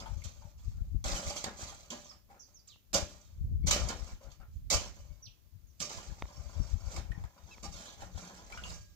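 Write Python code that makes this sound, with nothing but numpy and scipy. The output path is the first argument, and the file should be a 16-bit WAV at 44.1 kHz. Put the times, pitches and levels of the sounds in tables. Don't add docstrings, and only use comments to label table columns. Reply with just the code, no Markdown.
import sys
import numpy as np
from scipy import signal
from scipy.fft import rfft, irfft, next_fast_len
from scipy.io import wavfile

SR = 44100
rng = np.random.default_rng(int(sys.argv[2]) if len(sys.argv) > 2 else 0)


def to_wav(s):
    ch = np.atleast_2d(s).T
    pcm = np.round(np.clip(ch, -1, 1) * 32767)
    wavfile.write(sys.argv[1], SR, pcm.astype(np.int16))


N = 394694

# start in seconds, relative level of the hit in dB, relative level of the thump in dB.
STRIKES = [(1.041, -35.5, -46), (1.442, -64, -75), (1.902, -57, -52.5), (2.931, -34, -34.5),
           (3.668, -33, -43), (3.709, -16.5, -63), (3.887, -33, -61), (4.701, -23.5, -77),
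           (5.802, -33, -45.5), (6.962, -36.5, -43.5), (7.63, -42, -47.5)]
# frequency in Hz, relative spectrum level in dB.
GRIT_COLOUR = [(710, -32.5), (1200, 3.5), (1540, -16.5), (2040, -9.5), (2300, -2), (3150, -7.5),
               (4100, -2.5), (6370, 0.5), (7330, -2.5), (9110, -24.5), (12700, -19.5), (16000, -25.5)]


def from_db(db):
    return 10 ** (np.asarray(db) / 20)


def rms_one(x):
    return x / np.sqrt(np.mean(x ** 2) + 1e-20)


def in_time(rows):
    s, *columns = np.transpose(rows)
    return [np.interp(np.arange(N) / SR, s, c) for c in columns]


def at_hz(points, hz):
    table = np.array(points)
    return np.interp(np.log(hz + 1), np.log(table[:, 0]), table[:, 1])


def colour(x, spectrum):
    size = next_fast_len(x.shape[-1])
    gain = from_db(at_hz(spectrum, np.fft.rfftfreq(size, 1 / SR)))
    return irfft(rfft(x, size) * gain, size)[..., :x.shape[-1]]


def drift(rate_hz):
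    step = 40
    r = np.exp(-2 * np.pi * rate_hz * step / SR)
    noise = rng.standard_normal(N // step + 2002)
    slow = signal.lfilter([1], [1, -2 * r, r * r], noise)[2000:]
    return np.interp(np.arange(N) / step, np.arange(len(slow)), rms_one(slow))


def grains(per_s, spread_db):
    sizes = from_db(spread_db * np.minimum(rng.exponential(1, N), 5)) * rng.choice([-1, 1], N)
    chance = per_s * from_db(3.5 * drift(40)) / SR
    return rms_one(sizes * (rng.random(N) < chance))


def ring(x, hz, width):
    r = np.exp(-np.pi * width / SR)
    poles = [1, -2 * r * np.cos(2 * np.pi * hz / SR), r * r]
    return signal.lfilter([(1 - r * r) / 2, 0, (r * r - 1) / 2], poles, x + 1e-18)


def contact():
    # start, rise and length in seconds, relative grit level at the top and at the end in dB,
    # clods and ring of the bowl relative to grit in dB.
    crunches = [ (0, 0.00067, 0.0046, -49, -55, 4.5, 9), (.05, 0.025, 0.45, -65, -71, -6, 8),
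                (0.238, 0.00099, 0.018, -48, -51.5, -7, -9), (.3, 0.047, 0.3, -100, -102.5, 15, -9),
                (.55, 0.036, 0.17, -70.5, -69, -8.5, -20), (.74, 0.028, .3, -77, -84, -2.5, 2),
                (1.041, 0.0012, 0.15, -43, -44.5, -2.5, 8), (1.2, 0.025, 0.096, -52, -42, -6, 10.5),
                (1.33, 0.034, .11, -43, -56, -5.5, -21.5), (1.439, 0.0042, 0.004, -26.5, -46.5, 7, 6.5),
                (1.518, 0.087, 0.41, -48.5, -70.5, -5.5, -1), (1.902, 0.0011, 0.022, -47, -48.5, -5, 8),
                (1.95, 0.01, 0.19, -58, -67.5, -2.5, 2), (2.27, 0.045, 0.12, -75, -87, 12.5, -3),
                (2.45, 0.027, .2, -75.5, -90.5, -2.5, -1), (2.672, 0.0017, 0.034, -64, -70, -17, -36),
                (2.933, 0.0087, 0.026, -29, -35, -6, 12), (3.05, 0.046, 0.4, -59, -86, -6.5, 2),
                (3.66, 0.013, .04, -34.5, -40.5, -9, 1.5), (3.71, 0.00098, 0.043, -26.5, -36, -7.5, 1.5),
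                (3.75, 0.0046, 0.15, -46.5, -53.5, 0.5, -13), (3.889, .002, 0.058, -40.5, -60.5, 3.5, -23),
                (3.95, 0.011, 0.17, -59.5, -62.5, -0.5, -9), (4.19, 0.047, 0.14, -66, -82, 7.5, 15),
                (4.28, .04, 0.052, -58.5, -70, -17.5, -6), (4.389, 0.045, 0.046, -80, -93, 21, 20),
                (4.48, .07, .12, -74.5, -82, -22, -27), (4.704, .002, 0.017, -31, -28, -8.5, 6),
                (4.76, 0.034, 0.1, -53.5, -53.5, -3, -22), (4.9, 0.049, 0.57, -65, -95, -2.5, 1),
                (5.65, 0.048, 0.15, -90.5, -75, -20, -22.5), (5.795, 0.015, 0.039, -38.5, -43, -13.5, 2),
                (5.891, 0.0038, 0.81, -48, -105, -2, -15), (6.15, 0.037, 0.57, -66.5, -61, 0.5, 3),
                (6.701, 0.28, 0.33, -51, -70, -1, -4), (7.04, .02, 0.21, -73, -69.5, 5.5, -8),
                (7.26, .03, 0.22, -76.5, -71, 2.5, -21), (7.46, 0.034, 0.17, -63.5, -69, -3.5, -29),
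                (7.623, 0.02, 0.051, -43, -58, -6, -17), (7.691, 0.047, 0.23, -54.5, -57, -5.5, -4),
                (7.95, 0.061, .14, -57.5, -68, 2, 2), (8.08, 0.1, 0.48, -54, -68.5, -0.4, 0),
                (8.5, 0.013, 0.16, -59.5, -62.5, 3, -11), (8.635, 0.0018, 0.086, -57, -52.5, -7, -19),
                (8.73, .01, 0.25, -58.5, -82, -24, -4)]
    release_db_per_s = (262, 221, 316.5)
    late_db = (-1.4, 12, 17)
    late_s, swell_db = 0.0078, 22.5
    power = np.full((3, N), from_db(2 * -90.5))
    for s, rise_s, length_s, top_db, end_db, clod_db, bowl_db in crunches:
        at = int(max(s, 0) * SR)
        t = np.arange(min(int((length_s + .4) * SR), N - at)) / SR
        rise_s = max(rise_s, 1 / SR)
        corners_s = [0, rise_s, max(length_s, rise_s + 1 / SR)]
        shape_db = np.interp(t, corners_s, [top_db - swell_db, top_db, end_db])
        released_s = np.maximum(t - length_s, 0)
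        for k, share_db in enumerate((0, clod_db, bowl_db)):
            onset_db = late_db[k] * np.exp(-t / late_s)
            level_db = shape_db + share_db - onset_db - release_db_per_s[k] * released_s
            power[k, at:at + len(t)] += from_db(2 * level_db)
    return np.sqrt(power)


def blade_ring(high, low, bowl, grit, clods):
    # frequency in Hz, width in Hz unless damping widens it, relative level in dB.
    modes = [(587.9, 15, -3), (845.3, 12, 1.5), (1040, 28, -11), (1217, 55, -11.5), (1390, 36, -15),
             (1660, 45, -9), (1875, 29, -20), (2240, 50, -16.5), (2790, 15, -48.5), (3005, 40, -9),
             (3250, 170, -22.5), (3750, 69, -9), (4100, 21, -33), (5040, 27, -9.5), (5570, 140, -33),
             (5490, 120, -7.5), (6226, 88, -15), (7030, 110, -24.5), (9500, 49, -35)]
    least_width = .02
    s, hit_db, _ = np.transpose(STRIKES)
    at = (s * SR).astype(int)
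    grit_db = 20 * np.log10(high)
    out = np.zeros(N)
    for k, (hz, width, mode_db) in enumerate(modes):
        if hz < 700:
            drive = bowl * clods * from_db(26.5)
        elif hz < 1700:
            drive = low * clods * from_db(22.5)
        else:
            drive = high * grit * from_db(17.5 + 0.043 * (grit_db + 37.0))
        wander_db = 1.5 if hz < 700 else 3.5
        drive = drive * from_db(wander_db * drift(7))
        drive[at] += from_db(hit_db + 29.0 + rng.normal(0, 3.8, len(at)))
        sign = (-1) ** k
        out += sign * from_db(mode_db) * ring(drive, hz, max(width, least_width * hz))
    return out


def stone_hits():
    s, hit_db, thump_db = np.transpose(STRIKES)
    at = (s * SR).astype(int)
    crack, thump = np.zeros(N), np.zeros(N)
    crack[at], thump[at] = from_db(hit_db - 4), from_db(thump_db)
    crack_fade, thump_fade = np.exp(-1 / (0.0047 * SR)), np.exp(-1 / (0.051 * SR))
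    splinter = rms_one(colour(rng.standard_normal(N), GRIT_COLOUR))
    ground = rms_one(ring(rng.standard_normal(N), 160.0, 77))
    cracks = signal.lfilter([1], [1, -crack_fade], crack) * splinter
    return cracks + signal.lfilter([1], [1, -thump_fade], thump) * ground


def shovel():
    # frequency in Hz, relative spectrum level in dB.
    clod_colour = [(82, -37.5), (140, -7.5), (178, 1), (363, -7.5), (602, -3.5), (1090, -9.5),
                   (1520, -16.5), (2500, -24), (3250, -41), (5500, -120)]
    high, low, bowl = contact()
    grit, clods = grains(per_s=3000, spread_db=-0.5), grains(per_s=500, spread_db=2.5)
    crunch = from_db(-1.5) * high * rms_one(colour(grit, GRIT_COLOUR))
    crunch += from_db(5.0) * low * rms_one(colour(clods, clod_colour))
    return crunch + blade_ring(high, low, bowl, grit, clods) + stone_hits()


def scatter(x, count):
    t60_s, level_db = 0.027, 6.5
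    t = np.arange(SR // 10) / SR
    weights = np.array([from_db(19.0 * drift(11.4)) for place in range(count)])
    weights = weights / np.sqrt(np.sum(weights ** 2, axis=0))
    high_pass = signal.butter(2, 1500, "high", fs=SR, output="sos")
    echoes = signal.sosfilt(high_pass, rng.standard_normal((count, 2, len(t))))
    echoes = echoes * from_db(level_db - 60 * t / t60_s) / np.sqrt(t60_s * SR / np.log(1e6))
    return sum(signal.oaconvolve((x * w)[None], e, axes=1)[:, :N] for w, e in zip(weights, echoes))


def hall(x, wet_db):
    # frequency in Hz, t60 in seconds, relative level of the tail in dB.
    room = np.array([(200, 0.49, -10), (680, 0.13, -4.5), (2070, 0.29, 2.5), (4985, 0.3, -4.5),
                     (10000, 0.18, -2.5)])
    right_lag_s = 0.00024
    t, tail = np.arange(SR // 2) / SR, 0
    edges = 100 * 2 ** np.arange(0, 7.6, .5)
    for low, high in zip(edges, edges[1:]):
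        shared, own = rng.standard_normal(len(t)), rng.standard_normal((2, len(t)))
        alike = np.clip(1 - low / 2200, 0, 1)
        noise = np.sqrt(alike) * shared + np.sqrt(1 - alike) * own
        band = signal.sosfilt(signal.butter(2, [low, high], "band", fs=SR, output="sos"), noise)
        t60, tail_db = at_hz(room[:, :2], low), at_hz(room[:, ::2], low)
        tail = tail + band * from_db(tail_db - 60 * t / t60) / np.sqrt(t60 * SR / np.log(1e6))
    answer = from_db(wet_db) * tail * np.clip((t - .002) / 0.0073, 0, 1)
    answer[0, 0] += 1
    answer[1, round(right_lag_s * SR)] += 1
    return signal.fftconvolve(x[None], answer, axes=1)[:, :N] + scatter(x, count=4)


def at_ports(level_db, pan_db):
    left, right = 1 / (1 + from_db(-2 * pan_db)), 1 / (1 + from_db(2 * pan_db))
    return 4 * from_db(2 * level_db) * np.array([left, right])


def wind():
    # time in seconds, relative level in dB, left minus right in dB.
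    breeze = [(0, -49.5, 16), (.5, -57, 8), (.75, -43.5, 3), (1.2, -57, -2), (1.6, -55, 7), (1.9, -64, 3),
              (2.85, -72.5, 7), (3.0, -53.5, 19), (3.3, -61.5, 6), (3.45, -32, 1.5), (3.56, -34, 7),
              (3.9, -42.5, 6.5), (4.2, -72.5, 15), (4.7, -45, -10.5), (5.3, -65.5, 16.5), (6.3, -62, 1),
              (6.6, -54.5, 16), (7.25, -43.5, 9), (7.33, -78.5, 6), (7.6, -59.5, 9), (8.3, -62.5, 6),
              (8.7, -49.5, -2), (8.95, -61, 1)]
    # time of the top in seconds, relative level in dB,
    # left minus right in dB.
    buffets = [(0.12, -37.5, 23), (0.169, -35, 39), (0.261, -37.5, 27), (0.4, -50.5, 54), (0.45, -46, 14),
               (0.681, -34, 15), (0.822, -36, 28), (0.948, -28, 31), (1.06, -36, 2), (1.14, -38.5, 8),
               (1.28, -40.5, 0), (1.48, -51, 20), (1.63, -47, 20), (2.95, -37.5, 17), (3.03, -38, 20),
               (3.16, -52, 16), (3.648, -21.5, 31), (3.822, -25.5, 21), (4.03, -39, 24), (4.14, -41.5, 0.5),
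               (4.28, -43.5, 29), (4.41, -44.5, 28), (4.56, -41.5, -10.5), (4.76, -31, 21), (5.06, -51, 18),
               (5.12, -46, 25), (5.28, -49, 26), (5.551, -44, 32), (5.64, -55.5, 34), (5.7, -57, 25),
               (5.82, -63, 11), (5.98, -47, -3), (6.098, -36.5, 17), (6.24, -43, 6), (6.388, -40.5, 28),
               (6.458, -39.5, 32), (6.599, -23.5, 30), (6.742, -27, 39), (6.88, -40, 26), (6.98, -41, 9),
               (7.111, -35.5, 28), (7.179, -35.5, 33), (7.45, -46.5, 26), (7.7, -39.5, 21), (7.75, -47, 28),
               (8.03, -43.5, 12), (8.161, -38.5, 22), (8.68, -53, 3)]
    # frequency in Hz, relative spectrum level in dB.
    wind_colour = [(12, -59), (20, -15), (49, 3.5), (77, 1.5), (103, -4.5), (281, -32), (357, -40),
                   (614, -52.5), (900, -68.5), (1170, -76), (1980, -120)]
    rise_db_per_s, fall_db_per_s = 516.5, 382
    power, t = at_ports(*in_time(breeze)), np.arange(N) / SR
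    for s, level_db, pan_db in buffets:
        near = slice(max(int((s - .25) * SR), 0), int((s + .25) * SR))
        away_db = np.maximum(rise_db_per_s * (s - t[near]), fall_db_per_s * (t[near] - s))
        power[:, near] += at_ports(level_db, pan_db)[:, None] * from_db(-2 * away_db)
    gusts = []
    for port in "LR":
        lumpy = rng.standard_normal(N) * from_db(2.7 * drift(49.0))
        gusts.append(rms_one(colour(lumpy, wind_colour)))
    return np.sqrt(power) * gusts


def hush():
    # frequency in Hz, relative spectrum level in dB.
    hush_colour = [(59, -20), (100, -1.5), (229, -8.5), (583, -20.5), (836, -25.5), (2520, -24.5),
                   (5530, -25.5), (6560, -24.5), (8640, -33), (13500, -21.5), (16000, -15)]
    return from_db(-67) * rms_one(colour(rng.standard_normal((2, N)), hush_colour))


def lumps():
    # start in seconds,
    # relative level in dB, pitch in Hz, t60 of the crumble in seconds.
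    landings = [(.058, -43, 863, 0.21), (.22, -54, 2200, 0.021), (0.421, -59.5, 867, 0.29),
                (1.72, -42, 790, 0.064), (1.915, -42, 237, 0.19), (2.111, -52.5, 1167, 0.091),
                (2.3, -57, 800, 0.17), (4.21, -54, 546, 0.21), (4.248, -64, 1342, 0.088),
                (4.4, -56, 769, 0.11), (4.412, -60.5, 1330, 0.13), (7.05, -57, 780, 0.082),
                (7.116, -48.5, 1866, 0.049), (7.239, -42.5, 1000, 0.019), (7.378, -53, 953, 0.068),
                (7.64, -47, 808, 0.21), (8.02, -41.5, 818, 0.052), (8.501, -41.5, 870, 0.039),
                (8.522, -44, 2340, 0.035), (8.522, -49, 1386, 0.083), (8.574, -43.5, 1444, 0.084),
                (8.575, -53, 2840, 0.066), (8.637, -42.5, 2830, 0.027), (8.641, -53, 1230, 0.12),
                (8.7, -51, 4850, 0.07), (8.71, -51.5, 894, 0.052), (6.901, -52.5, 503, 0.23),
                (7.645, -41, 171, 0.21), (8.024, -44.5, 187, 0.26), (8.219, -53, 180, 1),
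                (8.631, -52.5, 169.8, 1)]
    out, t = np.zeros(N + SR), np.arange(SR // 2) / SR
    for s, level_db, hz, t60 in landings:
        knock = np.sin(2 * np.pi * hz * t) * from_db(-60 * t / (1.23 * t60))
        crumble = 0.92 * rms_one(ring(rng.standard_normal(len(t)), hz, 0.081 * hz)) * from_db(-60 * t / t60)
        tick = 0.91 * rms_one(ring(rng.standard_normal(len(t)), hz, 0.5 * hz)) * from_db(-60 * t / 0.0069)
        attack = np.minimum(t * hz / 0.74, 1)
        at = int(s * SR)
        out[at:at + len(t)] += from_db(level_db) * (knock + crumble + tick) * attack
    return out[:N]


def glides(rows, overtones, hoarseness):
    out, hoarse = np.zeros(N), drift(210)
    glide_fade_db = 7.5
    for s, held_s, glide_s, first_hz, last_hz, level_db in rows:
        span = np.arange(int(s * SR), int((s + held_s + glide_s) * SR))
        glided = np.clip((span / SR - s - held_s) / glide_s, 0, 1)
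        hz = first_hz * (last_hz / first_hz) ** glided * (1 + hoarseness * hoarse[span])
        phase = 2 * np.pi * np.cumsum(hz) / SR
        tone = sum(from_db(db) * np.sin(round(k) * phase) for k, db in overtones)
        level = from_db(level_db - glide_fade_db * glided)
        out[span] += signal.windows.tukey(len(span), .3) * level * tone
    return out


def sparrows():
    # start, held time and glide time in seconds, first and last pitch in Hz,
    # relative level in dB.
    chirps = [(2.04, .004, 0.042, 6430, 5130, -65), (2.09, 0.01, 0.021, 5450, 4460, -58.5),
              (2.39, 0.026, 0.029, 5720, 4260, -63.5), (2.389, 0.037, 0.013, 6400, 5540, -64),
              (2.535, 0.0046, 0.067, 6760, 4440, -65.5), (2.675, 0.0022, 0.015, 7470, 4100, -60.5),
              (2.69, .003, 0.05, 4700, 3540, -70.5), (2.692, 0.0024, 0.056, 4080, 2560, -67.5),
              (5.22, 0.031, 0.034, 5830, 2090, -60), (5.265, 0.0037, .03, 3320, 2690, -80.5),
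              (5.665, 0.0117, 0.047, 6570, 5360, -78.5), (7.46, 0.0052, 0.056, 6400, 3700, -76.5),
              (7.855, .002, 0.026, 3250, 4100, -60.5), (7.88, 0.0054, 0.024, 4110, 3060, -62),
              (7.92, 0.0032, 0.057, 4340, 3200, -76)]
    return glides(chirps, [(1, 12.7)], hoarseness=.022)


def ticks():
    # start in seconds, relative level in dB, low-pass cutoff in Hz.
    taps = [(2.759, -48.5, 1980), (6.222, -18.5, 5400), (6.254, -34.5, 2500), (7.581, -35.5, 3000)]
    out, t = np.zeros(N), np.arange(300) / SR
    rattle = 0.49 * np.sin(2 * np.pi * 1700 * t) * np.exp(-((t - .001) / 0.00016) ** 2)
    late = np.maximum(t - .0017, 0)
    snap = -1.6 * np.sin(2 * np.pi * 600 * late) * np.exp(-late / 0.00027)
    snap += 0.39 * (late > 0) * np.exp(-late / .0001)
    for s, level_db, bright_hz in taps:
        low_pass = signal.butter(4, bright_hz, fs=SR, output="sos")
        at = int(s * SR)
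        out[at:at + len(t)] = from_db(level_db) * signal.sosfilt(low_pass, rattle + snap)
    return out


def squeaks():
    # start, held time and glide time in seconds, first and last fundamental in Hz,
    # relative level in dB.
    rubs = [(3.63, .002, 0.047, 1096, 1185, -71), (7.508, 0.025, 0.023, 1310, 1080, -61.5)]
    # multiple of the fundamental, relative level in dB.
    overtones = [(2, 8), (3, -3.5), (4, -3.5), (5, -10)]
    return glides(rubs, overtones, hoarseness=.012)


def props():
    # start in seconds, relative level in dB, pitch in Hz, t60 in seconds.
    notes = [(5.095, -74, 2240, 0.55), (8.724, -66, 1636, 0.91)]
    out, t = np.zeros(N + SR), np.arange(SR // 2) / SR
    for s, level_db, hz, t60 in notes:
        note = from_db(level_db - 60 * t / t60) * np.sin(2 * np.pi * hz * t)
        at = int(s * SR)
        out[at:at + len(t)] += note * np.minimum(t / 0.0088, 1)
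    return out[:N]


def port_colour(air):
    # frequency in Hz, left minus right in dB.
    difference = [(60, 0.5), (110, 10), (200, -1.5), (380, 3), (700, 2), (1290, -0.5), (2380, 2),
                  (4400, -8.5), (8120, -8.5), (15000, -0.5)]
    left = colour(air[0], [(hz, d / 2) for hz, d in difference])
    right = colour(air[1], [(hz, -d / 2) for hz, d in difference])
    return np.array([left, right])


def scene():
    ground = from_db(-4.5) * hall(shovel() + lumps(), wet_db=2.5)
    birds = from_db(-9.5) * hall(sparrows(), wet_db=5.5)
    air = ground + birds + props() + squeaks() + hush()
    return port_colour(air) + wind() + ticks()


def record(dry):
    stop_hz = 16274
    return signal.sosfilt(signal.cheby2(14, 70, stop_hz, fs=SR, output="sos"), dry)


dry = scene()
out = record(dry)
to_wav(out)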